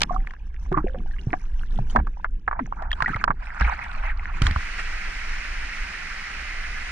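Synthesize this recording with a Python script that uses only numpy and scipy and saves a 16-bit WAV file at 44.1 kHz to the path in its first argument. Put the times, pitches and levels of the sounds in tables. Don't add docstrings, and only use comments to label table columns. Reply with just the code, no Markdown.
import sys
import numpy as np
from scipy import signal
from scipy.fft import rfft, irfft, next_fast_len
from scipy.io import wavfile
from scipy.ndimage import uniform_filter1d, minimum_filter1d, map_coordinates

SR = 44100
rng = np.random.default_rng(int(sys.argv[2]) if len(sys.argv) > 2 else 0)


def volts_from_decibels(level):
    exponent = np.asarray(level, float) / 20
    return 10 ** exponent


def unload_wav(signal):
    wavfile.write(
        sys.argv[1],
        SR,
        np.round(np.clip(np.atleast_2d(signal).T, -1, 1) * 32767).astype(np.int16),
    )


N = 304730


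def unit(x):
    return x / np.sqrt(np.mean(x ** 2) + 1e-20)


def along(points, hz):
    f, *cols = np.transpose(points)
    return np.squeeze([np.interp(np.log(hz + 1), np.log(f + 1), c) for c in cols])


def curves(rows):
    s, *cols = np.transpose(rows)
    return [np.interp(np.arange(N) / SR, s, c) for c in cols]


def wobble(rate):
    return map_coordinates(rng.standard_normal(N // 200), [np.arange(N) * rate / SR])


def filtered(x, response):
    m = next_fast_len(x.shape[-1] + 8192)
    spectrum = rfft(x, m) * response(np.fft.rfftfreq(m, 1 / SR))
    return irfft(spectrum, m)[..., :x.shape[-1]]


def coloured(x, spectrum):
    return unit(filtered(x, lambda hz: volts_from_decibels(along(spectrum, hz))))


def patchy(depth_db):
    z = signal.stft(rng.standard_normal((2, N)), nperseg=256)[2]
    field = uniform_filter1d(rng.standard_normal(z.shape[1:]), size=4, axis=0)
    field = uniform_filter1d(field, size=6, axis=1)
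    return signal.istft(z * volts_from_decibels(depth_db * unit(field)), nperseg=256)[1][:, :N]


def grains(count, spread_db, cycles, hz):
    when, size, pitch, turn = rng.random((count, 4)).T[:, :, None]
    t = np.arange(300) / SR
    f = hz * 2 ** (2.6 * (pitch - .5))
    level = volts_from_decibels(-spread_db * np.log(size + 0.024))
    wave = level * np.exp(-t * f / cycles) * (1 - np.exp(-t * f))
    at = ((when * N).astype(int) + np.arange(len(t))).ravel()
    rows = []
    for phase in (0, turn):
        tones = wave * np.sin(2 * np.pi * (f * t + phase))
        rows.append(np.bincount(at, tones.ravel(), N)[:N])
    return unit(np.array(rows))


def add(out, s, wave):
    part = out[:, round(s * SR):][:, :wave.shape[1]]
    part += wave[:, :part.shape[1]]


def rings(rows, rise, attack, rough):
    out, t = np.zeros((2, N)), np.arange(SR // 2) / SR
    for s, db, hz, t60 in rows:
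        phase = 2 * np.pi * hz * t * (1 + rise * t / t60) + [[0], [2 * np.pi * rng.random()]]
        knots = rng.standard_normal((2, 1000))
        shake = map_coordinates(knots, [[0 * t, 0 * t + 1], [t * hz * 0.33] * 2], order=3)
        swell = (1 - np.exp(-t / attack)) ** 2
        level = volts_from_decibels(db + 4.5 - 60 * t / t60)
        add(out, s, level * swell * (1 + rough * shake[0]) * np.sin(phase + rough * shake[1]))
    return out


def held(start, hold, rise, fall):
    t = np.arange(N) / SR
    return np.clip(np.minimum(1 + (t - start) / rise, 1 - (t - start - hold) / fall), 0, 1)


def water():
    # (time [s], share out of the water [0-1], share drained [0-1])
    lift = [(0, 0, 0), (2.9, 0, 0), (3.05, 1, 0), (4.3, 1, .1), (4.62, 1, 1), (6.91, 1, 1)]
    out, dry = np.clip(curves(lift), 0, 1)
    growl_db, rush_db, treble_db = flow(out, dry)
    lumps = (1 - dry) * wobble(23.787)
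    mix = volts_from_decibels(rush_db + 1.97 * lumps) * rush(out, dry, rush_db)
    mix += volts_from_decibels(treble_db + 2.6 * lumps) * treble(out, dry)
    mix += volts_from_decibels(growl_db + 2.8 * lumps) * growl()
    return mix + rumble()


def flow(out, dry):
    # (peak time [s], growl level [dB])
    churns = [(0.02, -38.5), (0.149, -41), (0.751, -40), (0.999, -40.5), (1.301, -40), (1.799, -41.5),
              (2, -37.5), (2.639, -42.5), (3.1, -41), (3.279, -42.5), (4.468, -35.5)]
    # (time at full [s], hold [s], rush gain [dB], treble gain [dB])
    surges = [(0.001, 0.013, 12.5, 22), (0.134, 0.01, 18, 12), (0.634, 0.011, 2.5, 13.5),
              (0.777, 0.0071, 26.5, -3), (1.085, 0.74, 1, 7), (1.307, 0.01, 7, 4), (1.905, 0.0062, 7, 21.5),
              (2.544, 0.024, 16.5, -15), (2.797, 0.086, 17, -3.5), (3.08, 0.076, 1.5, 1),
              (3.601, 0.13, 9.5, 3), (3.818, 0.1, 4, 1), (4.035, 0.073, 8, 2.5), (4.425, 0.045, 5, 10.5),
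              (4.788, 0.011, 5.5, 4)]
    # (time at full depth [s], hold [s], depth [dB])
    lulls = [(2.02, 0.011, 7.5), (2.282, 0.13, 7.5), (3.257, 0.065, 31.5), (4.146, 0.063, 5)]
    churn_rise, churn_fall = 123, 151.5
    t = np.arange(N) / SR

    def calm(under, wet, drained):
        return under + out * (wet - under) + dry * (drained - wet)

    churn = 0
    for s, db in churns:
        drop_db = np.maximum((s - t) * churn_rise, (t - s) * churn_fall)
        churn = churn + volts_from_decibels(2 * (db - drop_db))
    growl_db = 10 * np.log10(volts_from_decibels(2 * calm(-55, -55.5, -56)) + churn)

    lull_db = sum(db * held(s, hold, rise=0.036, fall=0.11) for s, hold, db in lulls)
    surge_rise = 0.054 + out * (0.0099 - 0.054)
    surge_fall = 0.054 + out * (0.022 - 0.054)
    surge_db = np.zeros((2, N))
    for s, hold, *gains_db in surges:
        surge_db += np.outer(gains_db, held(s, hold, surge_rise, surge_fall))
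    rush_db = calm(-58, -40, -35.5) + surge_db[0] - lull_db
    treble_db = calm(-76, -62.5, -50) + surge_db[1] - lull_db
    return growl_db, rush_db, treble_db


def rush(out, dry, rush_db):
    # (frequency [Hz], relative level [dB])
    sunk_spectrum = [(250, -56.5), (500, 3), (800, -1.5), (1300, -7.5), (1650, 3.5), (1900, -4.5),
                     (2800, -4.5), (3600, -13.5), (6000, -69.5)]
    wet_spectrum = [(300, -51), (520, -30), (700, -14), (1100, -13), (1450, -6.5), (1900, -12.5),
                    (2400, -15), (3200, -34.5), (6000, -68.5)]
    drained_spectrum = [(250, -18), (550, -19.5), (750, -14), (1050, -12.5), (1400, -3), (1980, 0.5),
                        (2500, -4.5), (3300, -16), (4200, -63), (6000, -84.5)]
    fizz = grains(count=2500, spread_db=4.0, cycles=29.0, hz=1900)
    clicks = grains(count=500, spread_db=7.5, cycles=1.6, hz=1900)
    sunk = coloured(1.2 * patchy(4) + fizz + clicks, sunk_spectrum)
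    wet = coloured(patchy(5) + 0.25 * (fizz + clicks), wet_spectrum)
    roar = coloured(patchy(1.0), drained_spectrum)
    dull = unit(filtered(wet, lambda hz: 1 / (1 + (hz / 1100) ** 3)))
    surge = np.clip((rush_db + 58) / 9, 0, 1)
    below = np.sqrt(1 - surge) * sunk + np.sqrt(surge) * dull
    return np.sqrt(1 - out) * below + np.sqrt(out * (1 - dry)) * wet + np.sqrt(out * dry) * roar


def treble(out, dry):
    # (frequency [Hz], relative level [dB])
    sunk_spectrum = [(2800, -13), (3600, -6), (4900, -8), (5900, -1.5), (7400, -14), (10000, -12.5),
                     (17000, -68)]
    wet_spectrum = [(2800, -19), (3600, 1.5), (4400, 1.5), (5800, -6.5), (7200, -8.5), (10000, -14.5),
                    (13000, -38), (17000, -100)]
    drained_spectrum = [(2500, -31), (3600, -2.5), (4500, -3.5), (6500, -8), (7500, -15), (9800, -18),
                        (11500, -33.5), (15000, -32.5), (17000, -100)]
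    spray = patchy(6) + grains(count=2600, spread_db=8.0, cycles=1.2, hz=5600)
    sizzle = np.sqrt(1 - out) * coloured(spray, sunk_spectrum)
    fizz = np.sqrt(out * (1 - dry)) * coloured(spray, wet_spectrum)
    hiss = np.sqrt(dry) * coloured(patchy(1.0), drained_spectrum)
    return sizzle + fizz + hiss


def growl():
    # (frequency [Hz], relative level [dB])
    growl_spectrum = [(50, -35.5), (110, 1), (190, 5), (280, -4.5), (450, -10.5), (700, -54.5),
                      (1500, -120)]
    return coloured(patchy(1.5), growl_spectrum)


def rumble():
    # (frequency [Hz], relative level [dB])
    rumble_spectrum = [(8, -16), (20, 7.5), (40, -3), (65, -9), (90, -28), (130, -31.5), (300, -120)]
    # (time [s], rumble level [dB])
    drag = [(0, -22.5), (0.35, -30), (0.75, -19.5), (1, -27.5), (2, -25), (2.4, -30), (3.25, -26.5),
            (3.55, -33), (3.7, -25), (3.95, -25.5), (4.15, -23), (4.47, -29.5), (4.62, -30.5), (5.6, -31.5),
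            (6.2, -37), (6.91, -30)]
    rumble_db, = curves(drag)
    return volts_from_decibels(rumble_db + 1.8 * wobble(12)) * coloured(patchy(.4), rumble_spectrum)


def case_response(f):
    # (frequency [Hz], width [Hz], level [dB])
    modes = [(813, 437, 0.5), (1140, 250, 6.5), (1660, 285, 6), (2280, 660, -8.5)]
    total = 0
    for k, (centre, width, db) in enumerate(modes):
        damping = 1j * f * width
        total = total + (-1) ** k * volts_from_decibels(db) * damping / (centre * centre - f * f + damping)
    return total / (1 + 1j * f / 3300) ** 5


def slaps():
    # (time [s], slap level [dB], ring [Hz], crack level [dB], rattle level [dB])
    slap_rows = [(0.006, -25.5, 5350, -13, -9), (0.017, -18, 3280, -3.5, -4.5),
                 (0.032, -12.5, 2780, -14.5, -12), (0.272, -23.5, 1900, -35.5, -21.5),
                 (0.308, -29.5, 1780, -32, -18), (0.336, -34.5, 1520, -30, -12.5),
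                 (0.717, -25, 738, -45, -15), (0.725, -26, 1124, -30.5, -8), (0.774, -12, 1090, -51.5, -14),
                 (0.944, -33.5, 722, -50, -6.5), (1.331, -15.5, 1860, -58, -22),
                 (1.332, -25.5, 765, -49, 3.5), (1.788, -23, 748, -40, -23),
                 (1.951, -20.5, 714, -54.5, -27), (1.96, -8.5, 960, -35, -5.5),
                 (1.988, -25.5, 1000, -85, -5.5), (1.999, -23.5, 790, -48, -11),
                 (2.07, -25, 1240, -36.5, -13.5), (2.245, -11, 1424, -52, -10.5),
                 (2.478, -13, 1173, -65, -8), (2.512, -18.5, 1190, -64.5, -10),
                 (2.528, -19, 1087, -61.5, -10.5), (2.592, -20.5, 1000, -54, -0.5),
                 (2.659, -35, 1900, -33.5, -12), (2.724, -20, 1030, -73, -18),
                 (2.822, -30.5, 686, -27, -5.5), (2.915, -20.5, 1830, -24, -25.5),
                 (2.929, -24, 3100, -29, -13), (3.004, -21.5, 1120, -33.5, -9),
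                 (3.022, -9, 1700, -30.5, -16.5), (3.079, -21.5, 1510, -34.5, -6.5),
                 (3.16, -26, 1430, -24, -2), (3.24, -2.5, 1380, -32, -21.5),
                 (3.278, -11.5, 1102, -58, -8.5), (3.305, -10.5, 1200, -70, -9),
                 (3.609, -17, 1560, -29, -7), (3.677, -18.5, 1385, -48, -9.5),
                 (4.256, -19.5, 1740, -46, -32), (4.419, -20.5, 1350, -10, -11),
                 (4.438, -28.5, 1790, -27.5, -27), (4.467, -11.5, 1660, -22.5, -18),
                 (4.51, -20, 1840, -25, -25), (4.561, -13.5, 1290, -38, -20)]
    # (frequency [Hz], relative level [dB])
    crack_spectrum = [(1500, -10.5), (2800, 4), (5000, -7), (9000, -19.5), (14000, -44), (18000, -100)]
    out, t = np.zeros((2, N)), np.arange(SR // 8) / SR
    for s, db, hz, crack_db, rattle_db in slap_rows:
        u = t * hz / 0.6
        burst = 2.08 * u ** 2 * np.exp(-u) * np.sin(2 * np.pi * (hz * t + rng.random((2, 1))))
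        crack = coloured(rng.standard_normal((2, len(t))), crack_spectrum)
        crack *= volts_from_decibels(crack_db + 8.0) * np.exp(-(t / 0.0021 - 1) ** 2)
        uneven = volts_from_decibels(3.2 * rng.standard_normal(len(t) // 100 + 1)).repeat(100)[:len(t)]
        fade = volts_from_decibels(rattle_db - 60 * t / 0.034) * (1 - np.exp(-t / 0.00063))
        shake = rng.standard_normal((2, len(t))) * uneven / 1.196 * fade
        rattle = 8.94 * filtered(shake, case_response)
        add(out, s, volts_from_decibels(db) * (burst + crack + rattle))
    return out


def gurgle():
    # (time [s], level before the ring lift [dB], starting pitch [Hz], t60 [s])
    bubbles = [(0.094, -27, 1080, 0.089), (0.107, -22.5, 709, 0.074), (0.142, -27.5, 745, 0.14),
               (0.162, -15.5, 1123, 0.018), (0.72, -19, 368, 0.089), (0.742, -16.5, 1110, 0.035),
               (0.75, -27.5, 1665, 0.016), (0.77, -19.5, 301, 0.096), (0.775, -18, 965, 0.04),
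               (0.782, -17, 1093, 0.037), (0.842, -20, 372, 0.042), (0.862, -34.5, 513, 0.19),
               (0.865, -31.5, 692, 0.042), (0.945, -27, 514, 0.055), (0.955, -43.5, 714, 0.17),
               (1.11, -37.5, 1780, 0.027), (1.135, -39, 1620, 0.049), (1.19, -34.5, 2820, 0.024),
               (1.19, -50, 376, 0.16), (1.335, -22.5, 733, 0.063), (1.898, -41.5, 3020, 0.046),
               (1.975, -16.5, 730, 0.018), (2.835, -33, 1790, 0.026), (2.907, -21.5, 3130, 0.0073),
               (2.915, -12, 1680, 0.014), (2.929, -16, 3230, 0.017), (3.004, -24.5, 1035, 0.068),
               (3.043, -18, 1400, 0.03), (3.06, -8, 1890, 0.028), (3.093, -22, 1520, 0.042),
               (3.132, -23, 1317, 0.061), (3.144, -14, 2070, 0.017), (3.62, -9, 1590, 0.019),
               (3.646, -13.5, 2210, 0.017)]
    return rings(bubbles, rise=.04, attack=.001, rough=.28)


def gulp():
    # (time [s], level before the ring lift [dB], starting pitch [Hz], t60 [s])
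    pockets = [(2.602, -28.5, 315, .22)]
    return rings(pockets, rise=-1.25, attack=.003, rough=.5)


def short_ticks():
    # (time [s], level before the ring lift [dB], starting pitch [Hz])
    tick_rows = [(.143, -45, 5760), (.182, -51, 2000), (.204, -39, 1900), (0.544, -35, 1780),
                 (.986, -37.5, 2880), (1.004, -46, 1103), (1.164, -37, 2050), (1.185, -34.5, 1900),
                 (1.305, -34, 2160), (1.754, -45, 6400), (2.171, -36.5, 902), (2.197, -37, 907),
                 (2.666, -38.5, 5940), (3.546, -31, 1410), (3.598, -34.5, 5000), (3.695, -41, 5400),
                 (3.737, -37, 4370), (3.791, -25, 1900), (3.845, -26, 1900), (4.195, -27.5, 2050)]
    cycles = 19.6
    rows = [(s, db, hz, cycles / hz) for s, db, hz in tick_rows]
    return rings(rows, rise=0.11, attack=0.00022, rough=.4)


def thumps():
    # (time [s], level before the ring lift [dB], starting pitch [Hz], t60 [s])
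    jolts = [(.715, -21.5, 160.6, 0.079), (.77, -18, 146.4, 0.082), (.84, -29, 207.5, 0.087),
             (1.27, -17, 122.7, 0.085), (1.33, -20.5, 320, 0.036), (1.79, -22.5, 128, 0.16),
             (1.955, -19.5, 233, 0.092), (1.985, -19.5, 64.5, 0.22), (3.022, -25.5, 126.4, 0.053),
             (3.153, -24.5, 105.6, 0.071), (3.3, -19, 150, 0.034), (3.611, -15.5, 54.6, 0.474),
             (3.615, -27, 177, 0.062), (3.665, -21, 62.2, 0.18), (4.418, -11.5, 111, 0.047),
             (4.455, -15.5, 74.6, 0.15), (4.43, -14, 33.55, 0.31), (4.51, -16.5, 77.4, 0.078),
             (4.562, -14, 68, 0.085)]
    return rings(jolts, rise=-0.053, attack=0.00053, rough=0.18)


def scene():
    return water() + slaps() + gurgle() + gulp() + short_ticks() + thumps()


def port_pair(dry):
    # (frequency [Hz], side minus mid [dB], share of side tied to mid [0-1], its phase [rad])
    port_rows = [(60, -22.5, 0.92, -2.5), (400, -16.5, .4, -1.5), (600, -1.5, 0.46, -0.5),
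                 (780, 0, 0.89, -1.65), (1000, 4.5, 1, -2.5), (1200, -2.5, 0.9, -2.5),
                 (1870, -7.5, 0.4, -2), (2580, -1, 0.65, -2.5), (3400, -2.5, 0.38, -4.5),
                 (4600, 4, .55, -1.5), (6300, 2, 1, -8), (10000, -1, .3, -1)]

    def pair(hz):
        side_db, tied, turn = along(port_rows, hz)
        tied = np.clip(tied, 0, 1)
        return volts_from_decibels(side_db) * np.array([tied * np.exp(1j * turn), np.sqrt(1 - tied ** 2)])

    side = filtered(dry, pair).sum(axis=0)
    return np.array([dry[0] + side, dry[0] - side])


def limited(ports):
    room = np.minimum(1, .98 / (abs(ports).max(axis=0) + 1e-9))
    gain = uniform_filter1d(minimum_filter1d(room, size=128), size=128)
    return gain * ports


def top_cut(x):
    return signal.sosfilt(signal.butter(12, 14900, fs=SR, output="sos"), x)


def record(dry):
    mix = limited(port_pair(dry))
    return top_cut(mix)


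dry = scene()
out = record(dry)
unload_wav(out)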